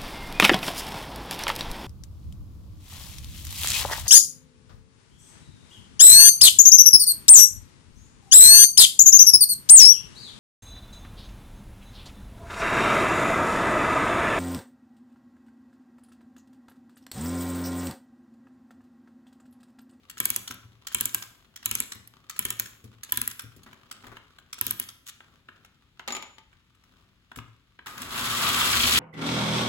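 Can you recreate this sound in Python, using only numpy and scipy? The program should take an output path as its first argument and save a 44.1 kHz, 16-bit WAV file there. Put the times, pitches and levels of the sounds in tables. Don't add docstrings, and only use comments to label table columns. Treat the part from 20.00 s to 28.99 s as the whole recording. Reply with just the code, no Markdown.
import sys
import numpy as np
from scipy import signal
from scipy.fft import rfft, irfft, next_fast_len
from scipy.io import wavfile

SR = 44100
rng = np.random.default_rng(int(sys.argv[2]) if len(sys.argv) > 2 else 0)


def to_wav(s):
    ch = np.atleast_2d(s).T
    pcm = np.round(np.clip(ch, -1, 1) * 32767)
    wavfile.write(sys.argv[1], SR, pcm.astype(np.int16))


N = 396459
TIME = np.arange(N) / SR
BRAKE_OFF_S, CUTOFF_HZ = 7.86, 16300
TOUCH_RISE_S, TOUCH_T60_S = 0.0012, 0.016


def from_db(db):
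    return 10 ** (np.asarray(db) / 20)


def ramp(start_s, length_s):
    return np.clip((TIME - start_s) / length_s, 0, 1)


def in_time(points):
    return np.interp(TIME, *np.transpose(points))


def at_hz(points, hz):
    pitch_hz, value = np.transpose(points)
    return np.interp(np.log(hz + 1), np.log(pitch_hz), value)


def white():
    return rng.standard_normal((2, N))


def through(x, response):
    return signal.oaconvolve(x, np.atleast_2d(response), axes=1)[:, :N]


def colour(x, spectrum, keep_power=True, size=4096):
    gains = from_db(at_hz(spectrum, np.fft.rfftfreq(size, 1 / SR)))
    cepstrum = irfft(np.log(gains))
    cepstrum[1:size // 2] *= 2
    cepstrum[size // 2 + 1:] = 0
    response = irfft(np.exp(rfft(cepstrum)))
    return through(x, response / np.linalg.norm(response) if keep_power else response)


def ring(x, modes):
    t = TIME[:SR // 2]
    response = sum((-1) ** k * from_db(db - 60 * t / t60) / np.sqrt(t60) * np.sin(2 * np.pi * hz * t)
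                   for k, (hz, db, t60) in enumerate(modes))
    return through(x, response / np.linalg.norm(response))


def struck_spot(count=36, spread_db=6.5):
    return np.transpose([np.geomspace(500, CUTOFF_HZ, count), spread_db * rng.uniform(-1, 1, count)])


def contacts(times, levels_db, rise_s, t60, uneven=False, size=3000):
    t, out = TIME[:size], np.zeros((2, N + size))
    envelope = (1 - np.exp(-(t / rise_s) ** 2)) * from_db(-60 * t / t60)
    bursts = rng.standard_normal((len(times), 2, size)) * envelope
    for s, db, burst in zip(times, levels_db, bursts):
        burst = burst / np.linalg.norm(burst, axis=1, keepdims=True)
        if uneven:
            burst = colour(burst, struck_spot())[:, :size]
        start = int(s * SR)
        out[:, start:start + size] += from_db(db) * burst
    return out[:, :N]


def blows(times, levels_db, modes, spread_db):
    out, at = np.zeros((2, N)), (times * SR).astype(int)
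    for hz, db, t60 in modes:
        strengths = from_db(levels_db[:, None] + db + spread_db * rng.standard_normal((len(at), 2)))
        clicks = np.full((2, N), 1e-18)
        clicks[:, at] = (strengths * rng.choice([-1, 1], (len(at), 2))).T
        decay, step = from_db(-60 / (t60 * SR)), 2 * np.pi * hz / SR
        out += signal.lfilter([0, np.sin(step)], [1, -2 * decay * np.cos(step), decay * decay], clicks)
    return out


def grains(per_s, spread_db):
    sizes = from_db(spread_db * np.minimum(rng.exponential(1, N), 4))
    impacts = (rng.random(N) < per_s / SR) * sizes * rng.choice([-1, 1], (2, N))
    return impacts / np.sqrt(np.mean(impacts ** 2) + 1e-20)


def thin_tin(x, t60, share):
    decay = from_db(-120 / (t60 * SR))
    shimmer = np.sqrt(signal.lfilter([1 - decay], [1, -decay], x ** 2 + 1e-18)) * white()
    return (x + share * shimmer) / np.hypot(1, share)


# pitch_hz, level_db
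ROOM_NOISE = [(25, -16.5), (50, 1.5), (110, 0.5), (300, -11), (650, -29.5), (1200, -19), (3500, -18),
              (6000, -29), (16000, -39)]
def room_tone():
    return from_db(-65.5) * colour(white(), ROOM_NOISE)


# pitch_hz, level_db
ECHO_COLOUR = [(60, -3), (200, 0), (1500, -5), (3000, -5), (6000, -9), (12500, -16.5)]
def room_echo(x, t60=0.49, rise_s=0.0023):
    t = TIME[:SR]
    tail = rng.standard_normal((2, SR)) * from_db(-60 * t / t60) * (1 - np.exp(-(t / rise_s) ** 2))
    tail /= np.linalg.norm(tail, axis=1, keepdims=True)
    return colour(through(x, tail), ECHO_COLOUR, keep_power=False)


# pitch_hz, likeness_0_to_1
MIC_LIKENESS = [(100, 0.94), (1500, 0.44), (4800, 0.046), (7200, 0.58), (9000, 1)]
# pitch_hz, level_db
LEFT_LOUDER = [(600, 4), (1400, 1), (2800, 3.5), (5000, 0)]
# pitch_hz, lead_radians
LEFT_AHEAD = [(0, 0), (1380, .45), (2700, 3.2), (3620, 1.6), (5400, 3.9), (6400, .3), (9200, -3.14),
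              (13700, -9.42), (16000, -12.6)]
def microphones(field):
    size = next_fast_len(N + SR // 10)
    hz, sides = np.fft.rfftfreq(size, 1 / SR), np.array([[1], [-1]])
    shared, opposed = rfft(field, size)
    alike = np.clip(at_hz(MIC_LIKENESS, hz), 0, 1)
    pair = np.sqrt((1 + alike) / 2) * shared + sides * np.sqrt((1 - alike) / 2) * opposed
    balance = from_db(sides * at_hz(LEFT_LOUDER, hz) / 2)
    lead = np.interp(hz, *np.transpose(LEFT_AHEAD))
    return irfft(pair * balance * np.exp(0.5j * sides * lead), size)[:, :N]


# pitch_hz, level_db
RUMBLE_COLOUR = [(25, -31.5), (70, -7), (112, 4.5), (350, -4.5), (800, -10.5), (1600, -26)]
def table_rumble():
    return colour(white(), RUMBLE_COLOUR)


# middle_s, length_s, level_db
FINGER_SHIFTS = [(3.727, 0.42, -67), (4.033, 0.51, -63.5), (5.318, 0.29, -68), (5.58, 0.28, -71),
                 (6.975, 0.53, -69)]
# pitch_hz, level_db
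RUB_COLOUR = [(300, -9.5), (700, -15), (1150, 2), (2000, -7.5), (3500, -4), (5000, -12), (16000, -27)]
def handling(hold_db=-68.5, idle_db=-75.5):
    hold = from_db(idle_db) + from_db(hold_db) * (1 - ramp(start_s=3.1, length_s=3.06))
    shift = sum(from_db(db) * np.sin(np.pi * ramp(s - length / 2, length)) ** 2
                for s, length, db in FINGER_SHIFTS)
    creaks = hold * thin_tin(grains(per_s=60, spread_db=2.5), t60=0.025, share=1.7)
    rubs = shift * thin_tin(grains(per_s=130, spread_db=3.5), t60=0.02, share=1)
    return colour(creaks + rubs, RUB_COLOUR) + (hold + shift) * from_db(-5) * table_rumble()


# start_s, level_db
WHEEL_SLIPS = [(3.662, -48), (4.038, -45.5), (4.075, -50), (4.117, -47.5)]
# pitch_hz, level_db
CRUNCH_COLOUR = [(200, -3.5), (700, -9.5), (1300, -3), (2000, -7.5), (3000, -19), (9000, -29.5)]
def wheel_scrapes(t60=0.17):
    slip = sum(from_db(db) * (TIME > s) * from_db(-60 * np.maximum(TIME - s, 0) / t60)
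               for s, db in WHEEL_SLIPS)
    return colour(slip * grains(per_s=700, spread_db=-0.5), CRUNCH_COLOUR)


# pitch_hz, level_db, t60_s
TABLE_TONES = [(68, -2.5, .2), (98.4, -6, 0.18), (116, 0, .24), (139, -6, 0.12), (196, -11, 0.14)]
# pitch_hz, level_db
PUSH_COLOUR = [(30, -15), (110, 1), (400, -8)]
def table_boom(times, levels_db):
    return colour(blows(times, levels_db, TABLE_TONES, spread_db=2.5), PUSH_COLOUR, keep_power=False)


# pitch_hz, level_db
HOLLOW_COLOUR = [(100, -16), (190, 3), (450, -5), (800, -25.5), (2000, -20.5)]
def hollow_knock(times, levels_db):
    return colour(contacts(times, levels_db, rise_s=0.0002, t60=0.086), HOLLOW_COLOUR)


# start_s, boom_db, knock_db
TABLE_BUMPS = [(0.502, -47, -17.5), (0.646, -48, -38), (1.955, -49.5, -23.5), (2.841, -44.5, -21.5),
               (3.437, -43, -24.5), (3.563, -49, -23.5), (4.072, -49.5, -34), (4.665, -48, -14.5),
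               (7.372, -39, -17.5)]
def table_bumps():
    s, boom_db, knock_db = np.transpose(TABLE_BUMPS)
    return table_boom(s, boom_db) + hollow_knock(s, knock_db)


# pitch_hz, level_db
TICK_COLOUR = [(700, -27.5), (1300, -0.5), (2200, -3), (3500, 2.5), (4700, -2), (7200, 1), (16000, -7)]
def gear_grit(per_snap=7, level_db=-21.5):
    s = np.ravel(np.array(PAWL_SNAPS)[:, :1] + rng.uniform(-0.03, 0.04, (len(PAWL_SNAPS), per_snap)))
    levels_db = level_db + 6 * rng.uniform(-1, 1, len(s))
    return colour(contacts(s, levels_db, TOUCH_RISE_S, TOUCH_T60_S, uneven=True), TICK_COLOUR)


# start_s, level_db
SETTLING_TICKS = [(.542, -20.5), (1.95, -26), (2.074, -20.5), (3.42, -19.5)]
def pawl_settling():
    s, db = np.transpose(SETTLING_TICKS)
    return colour(contacts(s, db, rise_s=0.00092, t60=0.0181), SNAP_COLOUR)


# start_s, strength_db
KEY_GRIPS = [(0.0965, -6.5), (0.8681, 8), (1.5586, -7), (2.295, 1.5), (3.032, -0.5), (4.5274, 2)]
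# start_s, strength_db
KEY_RELEASES = [(0.475, 1.5), (1.2215, 2), (1.918, 4), (2.656, -7), (3.392, 4.5), (4.886, -8)]
def winding_knocks(snaps_per_turn=4):
    rows, first_snaps = [], PAWL_SNAPS[::snaps_per_turn]
    for (grip_s, grip_db), (free_s, free_db), (snap_s, _, _) in zip(KEY_GRIPS, KEY_RELEASES, first_snaps):
        rows += [(grip_s, grip_db - 24.5, grip_db / 2 - 8.5),
                 (snap_s - 0.031, -19, -25),
                 (free_s, free_db - 17.5, free_db / 2 - 10.5)]
    return rows


# start_s,
# body_db, tick_db
LOOSE_KNOCKS = [(0.5072, -9, -9.5), (3.631, -38.5, -26.5), (3.728, -19, -30), (3.911, -13.5, -10.5),
                (4.066, -21, -24), (4.167, -12, -30), (4.384, -20, -27), (5.2033, -19.5, -40),
                (5.4856, -14.5, -42), (5.646, -22, -30), (5.9945, -12.5, -43), (6.527, -29.5, -49),
                (6.748, -39, -43), (6.836, -32, -39), (7.3148, -13.5, -34), (7.358, -15, -18),
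                (7.3853, -8.5, -24), (7.7889, -15.5, -55), (7.867, -9, -17.5), (7.977, -13.5, -15),
                (8.016, -15, -9.5)]
# pitch_hz, level_db, t60_s
TIN_TONES = [(984, -4, 0.049), (1291, -2, 0.022), (1612, 2.5, 0.022), (1826, -3, 0.035), (2174, 1.5, 0.012),
             (2810, 6.5, 0.0038), (3100, 3.5, 0.02), (3345, 2.5, 0.016), (4066, -2.5, 0.039)]
# pitch_hz, level_db
FINGER_MUFFLING = [(1700, 1), (3500, -9), (6000, -15.5)]
def tin_knocks(held_t60_s=0.018, rebound_s=0.014):
    s, body_db, tick_db = np.transpose(winding_knocks() + LOOSE_KNOCKS)
    touch = contacts(s, body_db, TOUCH_RISE_S, TOUCH_T60_S)
    held_tones = [(hz, db, min(t60, held_t60_s)) for hz, db, t60 in TIN_TONES]
    body = ring(touch, held_tones) + from_db(-7.5) * colour(touch, CLACK_COLOUR)
    tick = contacts(s, tick_db, rise_s=0.0034, t60=0.024, uneven=True)
    rebound = contacts(s + rebound_s, tick_db - 11, TOUCH_RISE_S, TOUCH_T60_S, uneven=True)
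    return colour(body, FINGER_MUFFLING, keep_power=False) + colour(tick + rebound, TICK_COLOUR)


# time_s, level_db
SLIDE_LEVELS = [(5.04, -103), (5.07, -42.5), (5.097, -38.5), (5.13, -103)]
# start_s, clack_db, ring_db
KEY_BOUNCES = [(5.9944, -26.5, -72), (6.077, -11.5, -30), (6.082, -13, -50), (6.105, -15, -60),
               (6.1229, -12, -21.5), (6.1499, -14, -24), (6.1666, -12.5, -41), (6.2249, -19, -39),
               (6.383, -28.5, -75)]
# pitch_hz, level_db
CLACK_COLOUR = [(100, -18.5), (250, -1.5), (900, -5.5), (3000, 3), (6000, -7), (16000, -21)]
# pitch_hz, level_db
KEY_LANDING_TONES = [(824, -1.5), (888, 4), (984, 0), (1171, 0.5), (1245, 2), (2070, 1), (2226, 1.5),
                     (2337, -1), (3046, 0)]
# pitch_hz, level_db, t60_s
KEY_TONE = [(7007, -7, 0.12)]
def dropped_key(landing_t60_s=0.09):
    slide = from_db(in_time(SLIDE_LEVELS)) * colour(grains(per_s=1600, spread_db=-10.5), TICK_COLOUR)
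    s, clack_db, ring_db = np.transpose(KEY_BOUNCES)
    strike = contacts(s, clack_db + 2.5, rise_s=0.00029, t60=0.0026)
    skitter = contacts(s, clack_db + 2.5, rise_s=0.00065, t60=0.055, uneven=True)
    landing_tones = [(hz, db, landing_t60_s) for hz, db in KEY_LANDING_TONES]
    ringing = blows(s, clack_db - 31.5, landing_tones, spread_db=2)
    tone = blows(s, ring_db, KEY_TONE, spread_db=1)
    return slide + colour(strike + skitter, CLACK_COLOUR) + ringing + tone


# time_s, level_db
ENGINE_EFFORT = [(7.88, -54.5), (7.95, -61), (8.024, -50), (8.08, -53), (8.172, -40.5), (8.464, -34),
                 (8.986, -29)]
def engine_state(cruise_db=-31, spin_up_s=0.18, governor_turns_per_s=36.4):
    effort_db = in_time(ENGINE_EFFORT) - cruise_db
    firm_rail = ramp(start_s=8.66, length_s=0.15)
    speed = 1 - np.exp(-np.maximum(TIME - BRAKE_OFF_S, 0) / spin_up_s)
    governor_angle = 2 * np.pi * governor_turns_per_s * np.cumsum(speed) / SR
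    return effort_db, firm_rail, speed, governor_angle


# cycles_per_turn, level_db
GOVERNOR_TONES = [(2, -3), (6, -20)]
def table_hum():
    effort_db, firm_rail, speed, angle = engine_state()
    tones = sum(from_db(db) * np.sin(round(cycles) * angle + 2 * np.pi * rng.random())
                for cycles, db in GOVERNOR_TONES)
    drone = from_db(-48.5 + 0.32 * effort_db) * ring(white(), TABLE_TONES)
    hum = from_db(-48.5 + 0.58 * effort_db + 13 * firm_rail) * tones
    return np.sqrt(speed) * drone + speed * hum * [[1], [0]]


# start_s, rail_db, body_db
TRAIN_LURCHES = [(8.465, -8, 2.5), (8.564, 0.5, -15), (8.728, 1, 1.5), (8.83, 1, 3), (8.918, -13, 2.5),
                 (8.956, -3, 6)]
# pitch_hz, level_db
RAIL_COLOUR = [(400, -32), (780, -19.5), (1000, -9), (1250, -5), (2000, -13.5), (6000, -29.5)]
def lurches():
    s, rail_db, body_db = np.transpose(TRAIN_LURCHES)
    rail = contacts(s, rail_db, rise_s=0.004, t60=0.14, uneven=True)
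    body = contacts(s, body_db, rise_s=0.0023, t60=0.083, uneven=True)
    return colour(rail, RAIL_COLOUR) + colour(body, RATTLE_COLOUR)


# pitch_hz, level_db
RATTLE_COLOUR = [(1200, -34), (2000, -3), (3350, 2), (4300, -0.5), (5500, -7), (9000, -53.5)]
def clatter(per_s=75, level_db=-14, spread_db=6):
    at = np.flatnonzero((rng.random(N) < per_s / SR) & (TIME > BRAKE_OFF_S))
    effort_db = engine_state()[0]
    levels_db = level_db + effort_db[at] + spread_db * rng.uniform(-1, 1, len(at))
    knocks = contacts(TIME[at], levels_db, TOUCH_RISE_S, TOUCH_T60_S, uneven=True)
    return colour(ring(knocks, TIN_TONES), RATTLE_COLOUR)


# pitch_hz, level_db
WHIRR_COLOUR = [(2000, -8), (5000, -1.5), (8000, 2.5), (11000, -1), (15600, -6)]
def running_train(rail_db=-33.5, rattle_db=-32.5, whirr_db=-28.5, rolling_db=-40.5):
    effort_db, firm_rail, speed, angle = engine_state()
    throb = from_db(np.sin(2 * angle) + 1.8 * np.sin(angle / 2))
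    jolts = grains(per_s=170, spread_db=2)
    chatter = jolts + 1.49 * grains(per_s=790, spread_db=1)
    rail_gain = from_db(rail_db + 0.68 * effort_db - 5 * firm_rail)
    rails = thin_tin(chatter, t60=0.174, share=2.1) * rail_gain
    rattle = thin_tin(throb * chatter, t60=0.043, share=3.5) * from_db(rattle_db + effort_db)
    whirr = thin_tin(throb * (0.37 * chatter + white()), t60=0.01, share=2.1) * from_db(whirr_db + effort_db)
    rolling = np.sqrt(speed) * from_db(rolling_db + 0.37 * effort_db) * table_rumble()
    metal = colour(rails, RAIL_COLOUR) + colour(rattle, RATTLE_COLOUR) + colour(whirr, WHIRR_COLOUR)
    return (TIME > BRAKE_OFF_S) * (metal + rolling)


# start_s, snap_db, body_db
PAWL_SNAPS = [(0.2014, 2, -5.5), (0.2542, 5.5, -12), (0.3023, 2.5, -10.5), (0.3614, 1, -12),
              (0.9457, -0.5, -4.5), (1.0087, 3.5, -7.5), (1.055, 2, -12), (1.1456, 2.5, -9.5),
              (1.6575, 1.5, -6.5), (1.7118, 0.5, -8), (1.7519, 2, -12.5), (1.8018, -0.5, -10),
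              (2.391, 4, -9), (2.4514, -1, -5.5), (2.5036, 3, -13), (2.597, 4, -11.5), (3.1214, 3, -8),
              (3.1726, 1, -5.5), (3.215, 3, -9.5), (3.276, 3, -16.5), (4.6116, 4, -7.5), (4.6662, 1.5, -13),
              (4.7085, 2.5, -10.5), (4.798, 3, -15)]
# pitch_hz, level_db
SNAP_COLOUR = [(750, -26), (2000, -15), (5600, -15), (7400, -21), (9900, -1), (10700, -6), (12500, 1),
               (16300, -12)]
# time_s, level_db
SLACK_LEVELS = [(1.7, -1.5), (3.2, -7), (4.6, -14)]
# pitch_hz, level_db
SLACK_COLOUR = [(4500, -24.5), (6900, 0), (9000, -1), (12000, -18)]
def ratchet(rebound_s=0.014, rebound_db=-26):
    s, snap_db, body_db = np.transpose(PAWL_SNAPS)
    snap = contacts(s, snap_db, rise_s=0.00084, t60=0.007)
    snap += contacts(s, snap_db - 6, rise_s=0.00081, t60=0.0085, uneven=True)
    slack_db = np.interp(s, *np.transpose(SLACK_LEVELS))
    clack = contacts(s, slack_db, rise_s=0.00064, t60=0.017, uneven=True)
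    gaps_s = rebound_s * rng.uniform(0.5, 1.5, (len(s), 2))
    bounce_s = np.ravel(s[:, None] + np.cumsum(gaps_s, axis=1))
    bounce_db = rebound_db + 2 * rng.standard_normal(len(bounce_s))
    bounces = contacts(bounce_s, bounce_db, rise_s=0.000624, t60=0.014, uneven=True)
    body = contacts(s, body_db, rise_s=0.0011, t60=0.028, uneven=True) + bounces
    steel = colour(snap + bounces, SNAP_COLOUR) + colour(clack, SLACK_COLOUR)
    table = table_boom(s, body_db - 38.5) + hollow_knock(s, body_db - 11)
    return steel + ring(body, TIN_TONES) + table


def scene():
    winding = ratchet() + gear_grit() + pawl_settling()
    hands = tin_knocks() + table_bumps() + handling() + wheel_scrapes() + dropped_key()
    train = running_train() + clatter() + lurches()
    direct = winding + hands + train
    return microphones(direct + room_echo(direct) + table_hum() + room_tone())


def record(dry):
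    return signal.sosfilt(signal.ellip(10, 0.1, 80, CUTOFF_HZ, fs=SR, output="sos"), dry)


dry = scene()
out = record(dry)
to_wav(out)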